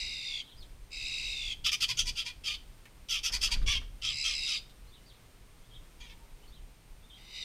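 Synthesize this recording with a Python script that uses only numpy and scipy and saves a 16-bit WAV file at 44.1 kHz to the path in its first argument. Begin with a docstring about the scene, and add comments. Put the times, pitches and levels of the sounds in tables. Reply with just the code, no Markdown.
"""A garden feeder beside a wooden shed, where young starlings beg in throbbing churrs and harsh squawks.
Churrs pair two trembling voices; squawks are torn pulses and air puffs ringing through throat and beak.
Small birds chirp and a low note coos further off as fluttering sines; claws tick as ringing clicks.
Wings puff shaped noise as a bird lands. Filtered noise makes the wind rumble on the microphone, a low drone
and the neighbourhood hush; the camera electronics whine faintly as a steady sine."""
import sys
import numpy as np
from scipy import signal
from scipy.fft import rfft, irfft
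from scipy.io import wavfile

SR = 44100
rng = np.random.default_rng(int(sys.argv[2]) if len(sys.argv) > 2 else 0)


def linear_from_db(decibels):
    """Turn decibels (scalar or array-like) into linear amplitude factors; 0 gives 1."""
    return 10 ** (np.asarray(decibels, float) / 20)


def put_to_file(sound):
    """Save the sound as 16-bit audio at rate SR, in the file named by the first command-line argument."""
    columns = np.atleast_2d(sound).T  # one column per channel
    safe = np.clip(columns, -1, 1)
    whole_steps = np.round(safe * 32767)
    wavfile.write(sys.argv[1], SR, whole_steps.astype(np.int16))


N = 328104  # samples

# Source levels are set ahead of the yard's echoes; spectra give relative gains.
# wind gusts over time: time_s, level_db (a random flutter rides on it)
WIND_GUSTS = [(0.0, -54), (0.04, -48.5), (0.41, -55.5), (0.66, -49.5), (0.87, -51.5), (1.66, -46.5),
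              (1.95, -54), (2.03, -40.5), (2.28, -50), (2.98, -56.5), (3.67, -33.5), (3.69, -38.5),
              (4.54, -55), (6.44, -54), (6.51, -48), (6.8, -57), (6.84, -51.5), (7.44, -57.5)]
# spectrum of the wind rumble: frequency_hz, gain_db
WIND_SPECTRUM = [(7.1, -37), (12, -2), (27, 5), (41, 1.5), (145, -23.5), (303, -31.5), (351, -37.5),
                 (400, -34.5), (520, -38), (880, -120)]
# swells of the low drone: centre_s, added_level_db, half_length_s
DRONE_SWELLS = [(1.92, -57, 0.093), (4.13, -57, 0.073), (5.75, -64, 0.057)]
DRONE_DB = -66.5  # between swells
# spectrum of the neighbourhood hush: frequency_hz, gain_db
HUSH_SPECTRUM = [(88, -33), (150, -3.5), (221, -6), (426, -8.5), (639, -12), (940, -12.5), (1680, -16),
                 (1920, -16), (2080, -14), (8030, -23), (8850, -22.5), (9560, -24.5), (15200, -26)]
HUSH_DB = -62
# camera whine: pitch_hz, level_db
CAMERA_WHINE = [(8629, -77)]

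# one breakpoint table a churr: time_s, effort_db (raised by CHURR_LIFT_DB), upper_rest_pitch_hz
CHURR_CURVES = [
    [(0, -43, 3856), (.2, -46, 3644), (.3, -44, 3630), (.33, -43.5, 3426), (.405, -44.5, 3280),
     (.43, -62, 2800)],
    [(.905, -67, 3810), (.93, -50.5, 3800), (1.05, -44.5, 3763), (1.33, -41.5, 3785), (1.36, -44.5, 3655),
     (1.525, -41.5, 3236), (1.545, -50, 3020)],
    [(4.03, -53.5, 3693), (4.22, -41, 3976), (4.31, -41.5, 4097), (4.42, -39, 3785), (4.57, -38.5, 3750),
     (4.6, -53, 3280)],
    [(7.17, -66.5, 3610), (7.24, -65, 3690), (7.33, -54.5, 3690), (7.36, -46.5, 3720), (7.44, -46.5, 3740)],
]
CHURR_LIFT_DB = 6.0
# tremor of each churr: start_phase_turns, settled_rate_hz, extra_throbs (gained in the hurried start)
CHURR_THROBS = [(.56, 66, .3), (.74, 66, 2.04), (.51, 71.2, .5), (.83, 70.5, 1.72)]
HURRY_S = .17  # time constant of the hurried start
# lower voice of each churr: rest_pitch_hz, top_pitch_hz, swell_at_top_db
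LOWER_VOICES = [(2100, 2780, -1), (2105, 2680, 7), (2124, 2750, 4), (2020, 3000, -5)]
# balance of each churr at its start: upper_top_over_rest_db, its_fade_db_per_s,
# lower_over_upper_db, its_fade_db_per_s, breath_db (held between -14 and -7)
CHURR_BALANCES = [(8, 19, 1.5, 8, -11.5), (10, 18.5, 0.5, 9.5, -7), (17, 16, 5, 18.5, -5),
                  (4.5, 4, 6.5, 26, -14)]
# partials, mixed ones arising as the voices share one airway: lower_multiple, upper_multiple, level_db
VOICE_PARTIALS = [(1, 0, -6.5), (2, 0, -12.5), (0, 1, 0.5), (0, 2, -15.5), (1, 1, -17)]
# the gape that colours the churrs: frequency_hz, gain_db
GAPE_SPECTRUM = [(1700, -10.5), (2000, 2.5), (3000, 10), (5100, -1), (5450, 0.5), (5800, 8), (6300, 5),
                 (7600, 1), (9000, -1), (11000, -18.5), (15000, -14)]
# the top of the upper voice moves less than its rest pitch
TOP_HZ, REST_HZ, TOP_FOLLOWS = 4992, 3750, 0.49

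# notes of far small birds: start_s, shape_name, pitch_factor, level_db
CHIRP_NOTES = [(.434, "arch", 1, -57), (0.481, "arch", 1.03, -57.5), (.565, "fall", 0.99, -55),
               (4.869, "lift", 1.34, -67), (4.918, "arch", 0.99, -58.5), (5.049, "fall", 0.95, -59.5),
               (5.089, "warble", 1.07, -64), (5.63, "lift", 1.07, -72), (5.698, "warble", 0.99, -56.5),
               (6.423, "lift", 0.95, -67), (6.473, "lift", 1.4, -71), (6.521, "arch", 1.01, -60.5),
               (7.026, "lift", 1.12, -70), (7.096, "warble", 0.99, -55)]
# chirp that arches up and falls: time_s, pitch_hz, level_db (pitch and level as relative to its note)
ARCH_SHAPE = [(0, 3300, -3), (.028, 4050, -4), (.042, 3200, 0), (.065, 2950, -12)]
# chirp that dips, rises and dips again: same columns, time_s, pitch_hz, level_db
WARBLE_SHAPE = [(0, 4000, -10), (.013, 3250, 0), (.024, 3200, -12), (.038, 3220, 2), (.052, 3900, -5),
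                (.066, 3250, -1), (.085, 3200, -12)]
# chirp that mostly falls: same columns, time_s, pitch_hz, level_db
FALL_SHAPE = [(0, 4700, -12), (.025, 5080, -2), (.045, 4500, -3), (.062, 3400, 0), (.075, 3000, -14)]
# chirp that rises: same columns, time_s, pitch_hz, level_db
LIFT_SHAPE = [(0, 2990, 4), (.025, 3280, 2), (.045, 3500, -14)]
CHIRP_SHAPES = dict(arch=ARCH_SHAPE, warble=WARBLE_SHAPE, fall=FALL_SHAPE, lift=LIFT_SHAPE)

# claws on the feeder: start_s, peak_db, main_ring_hz
CLAW_TICKS = [(0.627, -45.5, 3730), (2.8548, -44.5, 2170), (3.626, -44, 3780), (4.696, -50, 3530),
              (7.156, -61, 3250)]

# squawks: start_s, length_s, loudest_at_share (0-1), effort_db, starting_pitch_hz,
# treble_db (beak over throat, before it opens or shuts), mouth_ring_hz
SQUAWK_CALLS = [(1.64, .068, 0.4, -27, 1433, -5.5, 5080), (1.712, 0.053, 0.34, -30, 1288, 0, 5300),
                (1.802, .058, 0.46, -28, 1456, -1, 4880), (1.88, 0.054, 0.44, -32.5, 989, 0.5, 4850),
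                (1.967, 0.066, 0.42, -29.5, 1481, 0, 5960), (2.051, 0.065, 0.5, -37, 1023, 3, 5000),
                (2.151, 0.088, 0.48, -34.5, 1480, -4, 4820), (2.248, 0.075, 0.23, -40, 959, -2.5, 4550),
                (2.435, 0.13, 0.34, -34, 1384, -4, 4750), (3.084, 0.12, 0.31, -31.5, 1430, -3.5, 5440),
                (3.229, 0.071, .45, -31.5, 1450, 1.5, 5200), (3.318, 0.061, 0.37, -35.5, 995, 6.5, 4970),
                (3.408, 0.082, 0.38, -30.5, 1377, 2, 5050), (3.504, 0.0514, 0.47, -31.5, 996, 1, 4720),
                (3.659, 0.13, 0.25, -28.5, 1191, -6, 5370), (4.015, 0.12, 0.34, -31.5, 1453, -8, 5200),
                (4.231, 0.12, 0.22, -33, 1372, -2.5, 5640), (4.462, 0.12, 0.26, -35.5, 1417, -1, 5100),
                (5.997, 0.096, 0.19, -51.5, 981, -7, 6100), (6.083, 0.063, 0.2, -53.5, 904, -11, 5170)]
# throat filter: frequency_hz, gain_db
THROAT_SPECTRUM = [(880, -71), (1500, -32.5), (1820, -34.5), (2410, -9.5), (2800, -21.5), (3170, 1),
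                   (4100, -13), (5330, -18), (9020, -120)]
# beak filter: frequency_hz, gain_db
BEAK_SPECTRUM = [(2410, -28), (4100, -38), (4530, 8), (4780, 3.5), (5450, -6), (5920, 6), (7830, -5.5),
                 (9750, -6), (10800, -20.5), (12500, -9), (13100, -15), (15200, -37)]
# gain of the beak's top treble, read once at each squawk's start: time_s, gain_db
SHEEN_GAINS = [(1.6, 2), (2.0, -4), (2.5, -3), (3.1, 1.5), (3.8, -7), (4.6, -9)]
# where that gain starts and is full: start_hz, full_hz
SHEEN_RANGE = 9300, 11700
# a tighter squawk rings higher in the throat, is noisier and has a weaker first partial
MID_HZ, THROAT_HZ, THROAT_FOLLOWS = 1235, 2707, 1.14
FIRST_DB, FIRST_DB_PER_KHZ, FIRST_END_DB = -16.5, -11, -8  # first partial, relative to effort
ROUGH, ROUGH_PER_KHZ = .56, .25  # roughness at MID_HZ and its growth with pitch
# pitch scoops up at the start, then slides towards the slack pitch
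SCOOP, SCOOP_S, SLACK_HZ, SLACKEN_S = 0.0618, 0.01003, 943.4, .16  # share, s, Hz, s
GAPING_DB, SHUT_DB = 0.5, -8  # change of treble at the start and, as the beak shuts, at the end
ONSET_DB, END_DB, HUMP_POWER = -12.5, -6.5, 1.3  # effort at both ends, shape of the hump

# a bird flutters in to land
FLAP_START_S, FLAPS, FLAP_RATE_HZ = 3.292, 9, 15.5
FLAP_LOUDEST_S, FLAP_DB, FLAP_FADE_DB_PER_S = 3.45, -46.5, 20
FLAP_RISE_S, FLAP_T60_S = 0.0052, 0.16
# spectrum of the wing puffs: frequency_hz, gain_db
WING_SPECTRUM = [(60, -12), (130, -6), (300, -20), (700, -11), (1500, -5), (4000, -17), (9000, -45)]

# a far low note: time_s, pitch_hz, level_db
COO_CURVE = [(6.0, 958, -81), (6.21, 920, -65), (6.3, 890, -72)]

# echoes off shed wall, ground and fence: delay_s, level_db
CLOSE_ECHOES = [(.005, -10.5), (.0083, -13.5), (.013, -12)]
YARD_T60_S, YARD_TAIL_DB, FAR_TAIL_DB = .3, -14, -5
STIR_HZ = 9  # moving leaves keep changing the tail


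def evened(x):
    """Scales to rms 1."""
    return x / np.sqrt(np.mean(x ** 2) + 1e-20)


def add(mix, start_s, sound):
    """Mixes a sound in at its start time."""
    part = mix[round(start_s * SR):][:len(sound)]
    part += sound[:len(part)]


def curves(rows):
    """Time axis and each column joined by straight lines."""
    s, *columns = np.transpose(rows)
    t = np.arange(s[0], s[-1], 1 / SR)
    return t, *(np.interp(t, s, column) for column in columns)


def drift(size, hz):
    """Random wander of rms 1: noise smoothed by two equal poles at about hz."""
    pole = np.exp(-2 * np.pi * hz / SR)
    noise = rng.standard_normal(size + 4000)
    return evened(signal.lfilter([1], np.poly([pole, pole]), noise)[4000:])  # skips the filter's start


def colour(x, points):
    """Filters by a spectrum, joined over log frequency, and scales to rms 1."""
    f, db = np.transpose(points)
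    hz = np.fft.rfftfreq(len(x), 1 / SR)
    gain = linear_from_db(np.interp(np.log(hz + 1), np.log(f + 1), db))
    return evened(irfft(rfft(x) * gain, len(x)))


def coloured(points):
    """Steady noise shaped by the given spectrum, rms 1."""
    return colour(rng.standard_normal(N), points)


def resonate(x, hz, width_hz):
    """A fixed or moving resonance: shifted down to 0 Hz, smoothed and shifted back."""
    turn = np.exp(2j * np.pi * np.cumsum(hz * np.ones(len(x))) / SR)
    r = np.exp(-np.pi * width_hz / SR)
    return 2 * (turn * signal.lfilter([1 - r], [1, -r], x / turn)).real


def tone(hz):
    """A sine of rms 1 that follows a pitch curve."""
    return np.sqrt(2) * np.sin(2 * np.pi * np.cumsum(hz) / SR)


def edged(sound, rise_s, fall_s):
    """Fades both ends in straight lines."""
    t = np.arange(len(sound)) / SR
    return sound * np.minimum(1, np.minimum(t / rise_s, t[::-1] / fall_s))


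def wind():
    """Gusts rumble on the microphone: low noise with a lumpy level."""
    gust_db = np.interp(np.arange(N) / SR, *np.transpose(WIND_GUSTS))
    return coloured(WIND_SPECTRUM) * linear_from_db(gust_db + 2.74 * drift(N, 6.7))


def drone():
    """Noise through two narrow low resonances hums and swells now and then."""
    t = np.arange(N) / SR
    level = linear_from_db(DRONE_DB)
    for centre_s, db, half_length_s in DRONE_SWELLS:
        level = level + linear_from_db(db) * np.exp(-((t - centre_s) / half_length_s) ** 2)
    hum = resonate(resonate(rng.standard_normal(N), 115, 43), 115, 43)
    return level * evened(hum)


def hush():
    """The neighbourhood: distant shaped noise, barely wavering in level."""
    return coloured(HUSH_SPECTRUM) * linear_from_db(HUSH_DB + 0.52 * drift(N, 3.5))


def camera_whine():
    """The camera electronics sing a steady sine."""
    return sum(linear_from_db(db) * tone(np.full(N, hz)) for hz, db in CAMERA_WHINE)


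def flick(cycle, dwell, sharp):
    """0 at rest, 1 at the top of each throb; dwell lengthens the rest."""
    lift = np.tanh(sharp * (np.cos(cycle) - dwell))
    return (lift - lift.min()) / np.ptp(lift)


def churr(rows, throbs, low, balance):
    """Both sides of the syrinx sing; a muscle tremor flicks both pitches up some 70 times a second."""
    t, effort_db, rest_hz = curves(rows)
    size, age = len(t), t - t[0]
    phase, rate_hz, extra_throbs = throbs
    low_rest_hz, low_top_hz, low_swell_db = low
    top_db, top_fade, lower_db, lower_fade, breath_db = balance

    count = phase + rate_hz * age + extra_throbs * (1 - np.exp(-age / HURRY_S))
    cycle = 2 * np.pi * (count + .01 * drift(size, 40))
    upper_lift = flick(cycle + .3, .35, 1.75)
    lower_lift = flick(cycle + .8, .4, 1.3)

    top_hz = TOP_HZ + TOP_FOLLOWS * (rest_hz - REST_HZ)
    upper_hz = (rest_hz + (top_hz - rest_hz) * upper_lift) * (1 + .012 * drift(size, 300))
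    lower_hz = (low_rest_hz + (low_top_hz - low_rest_hz) * lower_lift) * (1 + .028 * drift(size, 400))

    # both voices fade while they jump
    upper_speed = abs(np.gradient(upper_lift))
    lower_speed = abs(np.gradient(lower_lift))
    upper_db = (top_db - top_fade * age) * upper_lift - 7.0 * upper_speed / upper_speed.max()
    upper_db = upper_db + 2.0 * drift(size, 150)
    lower_db = lower_db - lower_fade * age - 1.0 * lower_speed / lower_speed.max()
    lower_db = lower_db + low_swell_db * lower_lift + 2.0 * drift(size, 150)

    voices = np.zeros(size)
    for a, b, db in VOICE_PARTIALS:
        level = linear_from_db(db + lower_db * (a > 0) + upper_db * (b > 0))
        voices += level * tone(a * lower_hz + b * upper_hz)
    breath = linear_from_db(np.clip(breath_db, -14, -7)) * rng.standard_normal(size)
    sound = linear_from_db(effort_db + CHURR_LIFT_DB) * colour(voices + breath, GAPE_SPECTRUM)
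    return t[0], edged(sound, 0.00067, 0.0076)


def whistle(rows, flutter):
    """A near sine whose level and pitch flutter by a share 0-1."""
    t, hz, db = curves(rows)
    pitch_hz = hz * (1 + .03 * flutter * drift(len(t), 300))
    level = linear_from_db(db + 5.7 * flutter * drift(len(t), 100))
    return t[0], edged(level * tone(pitch_hz), 0.0025, 0.0023)


def chirp(start_s, shape, pitch_factor, db):
    """One note of a small bird: a fluttering whistle drawn from its shape."""
    rows = [(start_s + after, pitch_factor * hz, db + swell_db)
            for after, hz, swell_db in CHIRP_SHAPES[shape]]
    return whistle(rows, .6)


def tick(start_s, peak_db, ring_hz):
    """A claw on the feeder: a decaying noise click excites a short dull ring."""
    t = np.arange(2000) / SR
    knock = rng.standard_normal(len(t)) * linear_from_db(-60 * t / 0.07)
    sound = resonate(knock, ring_hz, 570) * 9.8 + 0.12 * resonate(knock, 4000, 4200)
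    return start_s, linear_from_db(peak_db) * sound / abs(sound).max()


def squawk(start_s, length_s, share, effort_db, pitch_hz, treble_db, mouth_hz):
    """One side of the syrinx pulses, the other beats near half its pitch and tears it; air puffs join in."""
    t = np.arange(0, length_s, 1 / SR)
    size = len(t)
    # how far before or after the loudest moment: 1 at the ends, 0 at the loudest
    before = np.maximum(1 - t / length_s / share, 0)
    after = np.maximum(t / length_s - share, 0) / (1 - share)
    effort_db = effort_db + ONSET_DB * before ** HUMP_POWER + END_DB * after ** HUMP_POWER
    beak_db = treble_db + GAPING_DB * before + SHUT_DB * after

    hz = SLACK_HZ + (pitch_hz - SLACK_HZ) * np.exp(-t / SLACKEN_S)
    hz = hz * (1 - SCOOP * np.exp(-t / SCOOP_S))
    hz = hz * (1 + .025 * drift(size, 25))  # the pitch bends unsteadily
    tight_hz = pitch_hz - MID_HZ
    throat_hz = THROAT_HZ + THROAT_FOLLOWS * tight_hz
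    rough = ROUGH + ROUGH_PER_KHZ * tight_hz / 1000
    first_db = effort_db + FIRST_DB + FIRST_DB_PER_KHZ * tight_hz / 1000 + FIRST_END_DB * (before + after)

    turns = np.cumsum(hz * (1 + .045 * rough * drift(size, 120))) / SR
    beat = np.cumsum(hz * (.5 + .16 * rough ** 2 * drift(size, 40))) / SR
    pulses = sum(np.cos(2 * np.pi * k * turns + .4 * k ** 2) for k in range(1, 14))
    pulses = pulses * (1 + 1.18 * np.cos(2 * np.pi * beat))
    puff_level = 0.19 + np.exp(-(turns / 2 % 1) / 1.8)  # one puff every two pulses
    puffs = puff_level * rng.standard_normal(size)
    drive = (1 - rough) * evened(pulses) + rough ** 1.5 * evened(puffs)
    drive = drive * linear_from_db(2.1 * drift(size, 165))  # the folds catch and slip

    # throat and mouth rings slide as neck and beak move
    rings = []
    for ring_hz in (throat_hz, mouth_hz):
        moving_hz = ring_hz * (1 + 0.086 * drift(size, 45))
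        rings.append(evened(resonate(resonate(drive, moving_hz, 470), ring_hz, 1670)))
    throat = evened(colour(drive, THROAT_SPECTRUM) + 0.69 * rings[0])
    beak = evened(colour(drive, BEAK_SPECTRUM) + 1.03 * rings[1])
    sheen_db = np.interp(start_s, *np.transpose(SHEEN_GAINS))
    beak = colour(beak, [(SHEEN_RANGE[0], 0), (SHEEN_RANGE[1], sheen_db)])
    first = linear_from_db(first_db + 3.0 * drift(size, 100)) * np.cos(2 * np.pi * turns)
    return start_s, edged(linear_from_db(effort_db) * (throat + linear_from_db(beak_db) * beak) + first, .006, .012)


def wings():
    """Each downstroke pushes a soft puff of air: noise that rises fast and dies away."""
    beats = FLAP_START_S + np.arange(FLAPS) / FLAP_RATE_HZ + .003 * rng.standard_normal(FLAPS)
    age = np.maximum(np.arange(N) / SR - beats[:, None], 0)
    decay = linear_from_db(np.maximum(-60 * age / FLAP_T60_S, -200))
    strokes = np.minimum(age / FLAP_RISE_S, 1) * decay
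    levels = linear_from_db(FLAP_DB - FLAP_FADE_DB_PER_S * abs(beats - FLAP_LOUDEST_S))
    return coloured(WING_SPECTRUM) * (levels @ strokes)


def coo():
    """A far low note: a whistle with little flutter."""
    return whistle(COO_CURVE, 0.18)


def yard(x, tail_db):
    """A few strong echoes, then sparse taps that die away; two sets of taps take turns."""
    size = SR // 2
    early, tails = np.zeros(size), np.zeros((2, size))
    early[0] = 1  # direct sound
    for delay_s, db in CLOSE_ECHOES:
        early[round(delay_s * SR)] += linear_from_db(db)

    # one tap of random sign in every 20 samples
    at = np.arange(300, size - 20, 20) + rng.integers(0, 20, (2, (size - 301) // 20))
    taps = rng.choice([-1., 1.], at.shape) * linear_from_db(-60 * at / SR / YARD_T60_S)
    np.put_along_axis(tails, at, taps, 1)
    tails = linear_from_db(tail_db) * tails / np.linalg.norm(tails[0])

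    turn = 2 * np.pi * STIR_HZ * np.arange(N) / SR
    feeds = x * np.array([np.sin(turn), np.cos(turn)])
    late = signal.oaconvolve(feeds, tails, axes=1).sum(0)
    return (signal.oaconvolve(x, early) + late)[:N] / np.linalg.norm(early + tails[0])


def scene():
    """Near birds get the close echoes; far birds get them twice over; the background gets none."""
    background = wind() + drone() + hush() + camera_whine()
    near, far = np.zeros((2, N))
    for call in zip(CHURR_CURVES, CHURR_THROBS, LOWER_VOICES, CHURR_BALANCES):
        add(near, *churr(*call))
    for row in CHIRP_NOTES:
        add(far, *chirp(*row))
    for row in CLAW_TICKS:
        add(near, *tick(*row))
    for row in SQUAWK_CALLS:
        add(near, *squawk(*row))
    near += wings()
    add(far, *coo())
    garden = yard(near + yard(far, FAR_TAIL_DB), YARD_TAIL_DB)
    return (garden + background)[None]


def roll_off(x):
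    """The treble ends steeply here."""
    return signal.sosfilt(signal.butter(12, 15350, fs=SR, output="sos"), x)


def record(dry):
    """Takes the finished mix to its final form."""
    return roll_off(dry)


dry = scene()
out = record(dry)
put_to_file(out)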